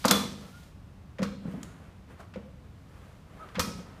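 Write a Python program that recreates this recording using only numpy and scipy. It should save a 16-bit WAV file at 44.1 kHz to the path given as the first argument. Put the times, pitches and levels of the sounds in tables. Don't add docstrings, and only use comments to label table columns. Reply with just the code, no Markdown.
import sys
import numpy as np
from scipy import signal
from scipy.fft import rfft, irfft
from scipy.io import wavfile
from scipy.ndimage import uniform_filter1d

SR = 44100
rng = np.random.default_rng(int(sys.argv[2]) if len(sys.argv) > 2 else 0)


def put_to_file(sound):
    columns = np.atleast_2d(sound).T
    safe = np.clip(columns, -1, 1)
    whole_steps = np.round(safe * 32767)
    wavfile.write(sys.argv[1], SR, whole_steps.astype(np.int16))


N = 176400

# t/s, level/dB, treble corner/Hz, chatter/s, far arm ring/dB, near arm ring/dB
CLACKS = [(0.0527, -19, 12000, 0.0064, -56, -46), (.0815, -23.5, 14000, 0.0065, -67, -49.5),
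          (0.1099, -11.5, 14000, 0.0081, -27.5, -43), (1.229, -31.5, 5100, 0.013, -72, -57),
          (3.5944, -22.5, 11300, 0.014, -66, -38)]
# t/s, level/dB, f/Hz, decay/s, frame boom/dB, grit/share
KNOCKS = [(.0495, -6.5, 960, 0.00085, -64.5, 0.25), (.052, -17.5, 215, 0.0096, -37, 0.34),
          (.055, -19.5, 560, 0.0035, -50, 0.17), (0.082, -38, 1110, 0.007, -57.5, 0.55),
          (.105, -23, 556, 0.0042, -48, 0.99), (.111, -16.5, 196, 0.0063, -29, 0.22),
          (.1125, -22.5, 488.5, 0.012, -63, 0.25), (1.191, -30.5, 538, 0.0053, -55, 0.27),
          (1.197, -26, 202, 0.019, -52, 0.22), (1.2185, -27.5, 528, 0.0072, -59, 0.07),
          (1.2227, -22.5, 193, 0.0091, -35, 0.11), (1.454, -26, 195, 0.0047, -40, 0.16),
          (1.477, -27, 178, 0.009, -63, 0.17), (1.537, -28.5, 181, 0.012, -46, 0.24),
          (1.578, -38, 256, 0.0086, -57, 0.24), (2.358, -32, 520, 0.007, -52.5, 0.16),
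          (2.364, -36, 204, 0.015, -58, 0.32), (3.569, -30.5, 185, 0.017, -45, .12),
          (3.583, -26, 529, 0.007, -50, 0.28), (3.596, -33.5, 169.3, 0.019, -37, 0.14),
          (3.59, -29.5, 91, 0.016, -58, 0.2), (3.672, -30, 179.6, .016, -54, 0.31),
          (3.785, -35.5, 185, 0.015, -48.5, 0.35)]


def amp(db):
    return 10 ** (np.asarray(db) / 20)


def unit(x):
    return x / np.sqrt(np.mean(x ** 2) + 1e-20)


def curve(points, hz):
    f, value = np.transpose(points)
    return np.interp(np.log(hz + 1), np.log(f + 1), value)


def rolloff(ratio, order=2):
    return -10 * np.log10(1 + ratio ** (2 * order))


def add(mix, s, sound):
    part = mix[max(round(s * SR), 0):][:len(sound)]
    part += sound[:len(part)]


def noise(colour, size):
    gain = amp(colour(np.fft.rfftfreq(size, 1 / SR)))
    return unit(irfft(rfft(rng.standard_normal(size)) * gain, size))


def wander(size, smooth_s):
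    return noise(lambda f: rolloff(2 * f * smooth_s), size)


def room_tone(level_db=-49.5, low_cut_hz=38):
    colour = [(15, -40), (25, -10.5), (81, -4), (103, -7), (202, -10.5), (231, -19.5), (271, -15.5),
              (363, -25.5), (573, -26), (673, -28.5), (1210, -30.5), (1630, -35), (2630, -38.5),
              (15000, -56.5)]
    return amp(level_db) * noise(lambda f: curve(colour, f) + rolloff(low_cut_hz / (f + 1), order=3), N)


def reverb(sound, predelay_s=.004, flutter_db=1.5, flutter_s=.0055):
    decay = [(100, 1), (250, 0.71), (600, .6), (1300, 0.41), (3000, 0.66), (7000, 0.56), (14000, .36)]
    wet = [(100, -8), (220, -2), (600, -6.5), (1500, -4.5), (5000, -7), (14000, -6)]
    hz, t, bands = signal.stft(rng.standard_normal(SR), SR, nperseg=256)
    rate = np.log(1000) / curve(decay, hz)[:, None]
    envelope = np.exp(-rate * t) * np.sqrt(2 * rate / SR)
    tail = signal.istft(bands * amp(curve(wet, hz))[:, None] * envelope, SR, nperseg=256)[1]
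    tail *= amp(flutter_db * wander(len(tail), flutter_s))
    out = np.zeros(N)
    add(out, predelay_s, signal.fftconvolve(sound, tail)[:N])
    return out


def friction(strokes, colour, grain_db=1):
    t = np.arange(N) / SR
    power = sum(amp(db) ** 2 * np.exp(-((t - s) / half) ** 2) for s, half, db in strokes)
    grain = amp(grain_db * unit(uniform_filter1d(rng.standard_normal(N), size=180)))
    return np.sqrt(power) * unit(grain * noise(lambda f: curve(colour, f), N))


def slides():
    strokes = [(.01, 0.1, -52.5), (.47, 0.14, -61), (.62, .05, -64.5), (1.52, .012, -66),
               (2.205, 0.0081, -61.5), (3.05, 0.2, -73), (3.785, 0.0094, -57.5)]
    colour = [(1000, -7.5), (3300, 0.5), (5000, -1.5), (9000, -6.5), (15000, -12)]
    return friction(strokes, colour)


def rubs():
    strokes = [(0.02, 0.036, -61.5), (0.439, 0.058, -56), (0.613, .05, -67), (1.501, 0.056, -54.5),
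               (1.61, 0.082, -55), (1.804, 0.11, -59.5), (2.118, 0.024, -54.5), (2.207, 0.022, -53),
               (2.649, 0.016, -66.5), (2.989, 0.085, -59.5), (3.106, 0.052, -61), (3.438, 0.1, -55),
               (3.92, 0.36, -57.5)]
    colour = [(150, -6), (450, 5.5), (750, 2), (1300, 0.5), (2000, -5), (3200, -11.5), (5000, -20.5),
              (10000, -22.5), (15000, -30.5)]
    return friction(strokes, colour)


def squeaks(slip_s=.0017):
    # t/s, length/s, level/dB, start f/Hz, end f/Hz, pitch arch/share, subtone/dB, jitter/share
    glides = [(0.417, 0.079, -57, 1290, 1342, 0.0049, -21.5, 0.019),
              (.525, 0.06, -52, 1373, 1438, 0.0045, -24.5, .006),
              (1.677, 0.057, -55.5, 1385, 1426, 0.0066, -20, .015),
              (2.191, 0.028, -48.5, 1333, 1292, .03, 0, .15),
              (3.394, 0.057, -44, 1236, 1153, .085, -8.5, 0.035)]
    out = np.zeros(N)
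    for s, length, db, start_hz, end_hz, arch, sub_db, rough in glides:
        progress = np.arange(0, length, 1 / SR) / length
        arc = np.sin(np.pi * progress)
        jitter = wander(SR, slip_s)[:len(progress)]
        hz = (start_hz + (end_hz - start_hz) * progress) * (1 + arch * arc + rough * jitter)
        phase = 2 * np.pi * np.cumsum(hz) / SR
        tone = np.sin(phase) + amp(sub_db) * np.sin(phase / 2)
        add(out, s, amp(db) * np.sqrt(abs(arc)) * tone)
    return out


def ticks(top_hz=12000):
    clicks = [(.0425, -29, 1190, 1.8, 0.01), (.0815, -21.5, 4400, .4, 0.009),
              (1.185, -43.5, 1700, 0.93, 0.013), (1.1915, -44.5, 1200, 0.74, 0.01),
              (1.22, -43, 1800, 1.7, 0.012), (1.229, -40.5, 1430, .3, 0.025),
              (1.6302, -44, 7200, 0.19, .004), (1.6314, -39, 3740, 2.3, 0.0026),
              (2.338, -46, 1700, 0.81, .012), (2.359, -50.5, 1500, 1.3, 0.0058),
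              (3.488, -50, 1180, 1.6, 0.01), (3.547, -44, 900, 1.3, 0.015),
              (3.5537, -36, 1200, 1.37, 0.017), (3.595, -21.5, 4930, 0.22, 0.004)]
    out, t = np.zeros(N), np.arange(4096) / SR
    for s, db, hz, octaves, decay in clicks:
        burst = noise(lambda f: -20 * np.log10(1 + (np.log2((f + 1) / hz) / octaves) ** 2)
                      + rolloff(f / (3.2 * hz)) + rolloff(f / top_hz), len(t))
        add(out, s, amp(db) * burst * np.exp(-t / decay))
    return out


def ring(modes, rise_s, waver=0, waver_s=.016):
    t = np.arange(SR) / SR
    out = np.zeros(SR)
    for hz, db, t60 in modes:
        sway = 1 + waver * (wander(SR, waver_s) + 1j * wander(SR, waver_s)) if waver else 1
        out += amp(db - 60 * t / t60) * (sway * np.exp(2j * np.pi * hz * t)).imag
    return (1 - np.exp(-t / rise_s)) * out


def frame_boom():
    modes = [(82.4, -7.5, .6), (120, -14.5, 0.36), (186.8, -9.5, 0.34), (198.7, 3.5, 0.8), (219, -4.5, 0.7),
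             (258, -11.5, 1), (413, -7, 0.13), (477, -8, 0.5)]
    boom = ring(modes, rise_s=.008)
    out = np.zeros(N)
    for s, _, _, _, boom_db, _ in KNOCKS:
        add(out, s, amp(boom_db) * boom)
    return out


def knocks():
    out, t = np.zeros(N), np.arange(8192) / SR
    for s, db, hz, decay, _, grit_share in KNOCKS:
        grit = noise(lambda f: rolloff(f / (2.1 * hz)) + rolloff(.5 * hz / (f + 1)), len(t))
        thud = np.sin(2 * np.pi * hz * t) + grit_share * grit
        envelope = 2 * t / decay * np.exp(1 - 2 * t / decay)
        add(out, s, amp(db) * envelope * thud)
    return out


def arm_ring():
    # f/Hz, level/dB, t60/s
    far_modes = [(654, -13.5, .6), (910, -14, .6), (1010, -11.5, 0.35), (1190, -12, 0.42),
                 (1218, -10.5, .55), (1320, -14.5, .55), (3417, -9.5, .35), (3455, 2.5, 0.39),
                 (4077, -7, .44), (4570, -12, .4), (6509, -12.5, .33), (8130, -6.5, 0.072)]
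    near_modes = [(967, -4.5, .4), (1112, -3.5, 0.18), (1280, -4, 0.8), (2470, -5, 0.44), (4130, -8, 0.3),
                  (4400, -7.5, 0.3), (4790, -3.5, 0.22), (5830, -7.5, .3), (9400, -14, .2),
                  (13200, -15, .1)]
    far, near = (ring(modes, rise_s=.002, waver=.4) for modes in (far_modes, near_modes))
    out = np.zeros(N)
    for s, _, _, _, far_db, near_db in CLACKS:
        add(out, s, amp(far_db) * far + amp(near_db) * near)
    return out


def clacks(attack_s=.0005):
    colour = [(60, -9.5), (200, 4), (450, 1.5), (750, -5), (1200, 6), (1800, -2), (2900, -5), (4300, -1),
              (7000, -4), (10000, -8), (13500, -6.5), (15200, -13)]
    out, t = np.zeros(N), np.arange(4096) / SR
    for s, db, corner_hz, chatter_s, _, _ in CLACKS:
        burst = noise(lambda f: curve(colour, f) + rolloff(f / corner_hz), len(t))
        envelope = np.minimum(t / attack_s, 1) * np.exp(-(t / chatter_s) ** 1.12)
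        add(out, s, amp(db) * envelope * burst)
    return out


def machine(low_cut_hz=65):
    sound = clacks() + knocks() + ticks() + squeaks() + rubs() + slides()
    return signal.sosfilt(signal.butter(2, low_cut_hz, "highpass", fs=SR, output="sos"), sound)


def scene(walls=3):
    bed = room_tone()
    direct = machine()
    reflections = sum(reverb(machine()) for _ in range(walls)) / np.sqrt(walls)
    return (bed + direct + reflections + frame_boom() + arm_ring())[None]


def record(dry):
    lowpass = signal.firwin(255, 15250, window=("kaiser", 8), fs=SR)
    return signal.oaconvolve(dry, lowpass[None], "same")


dry = scene()
out = record(dry)
put_to_file(out)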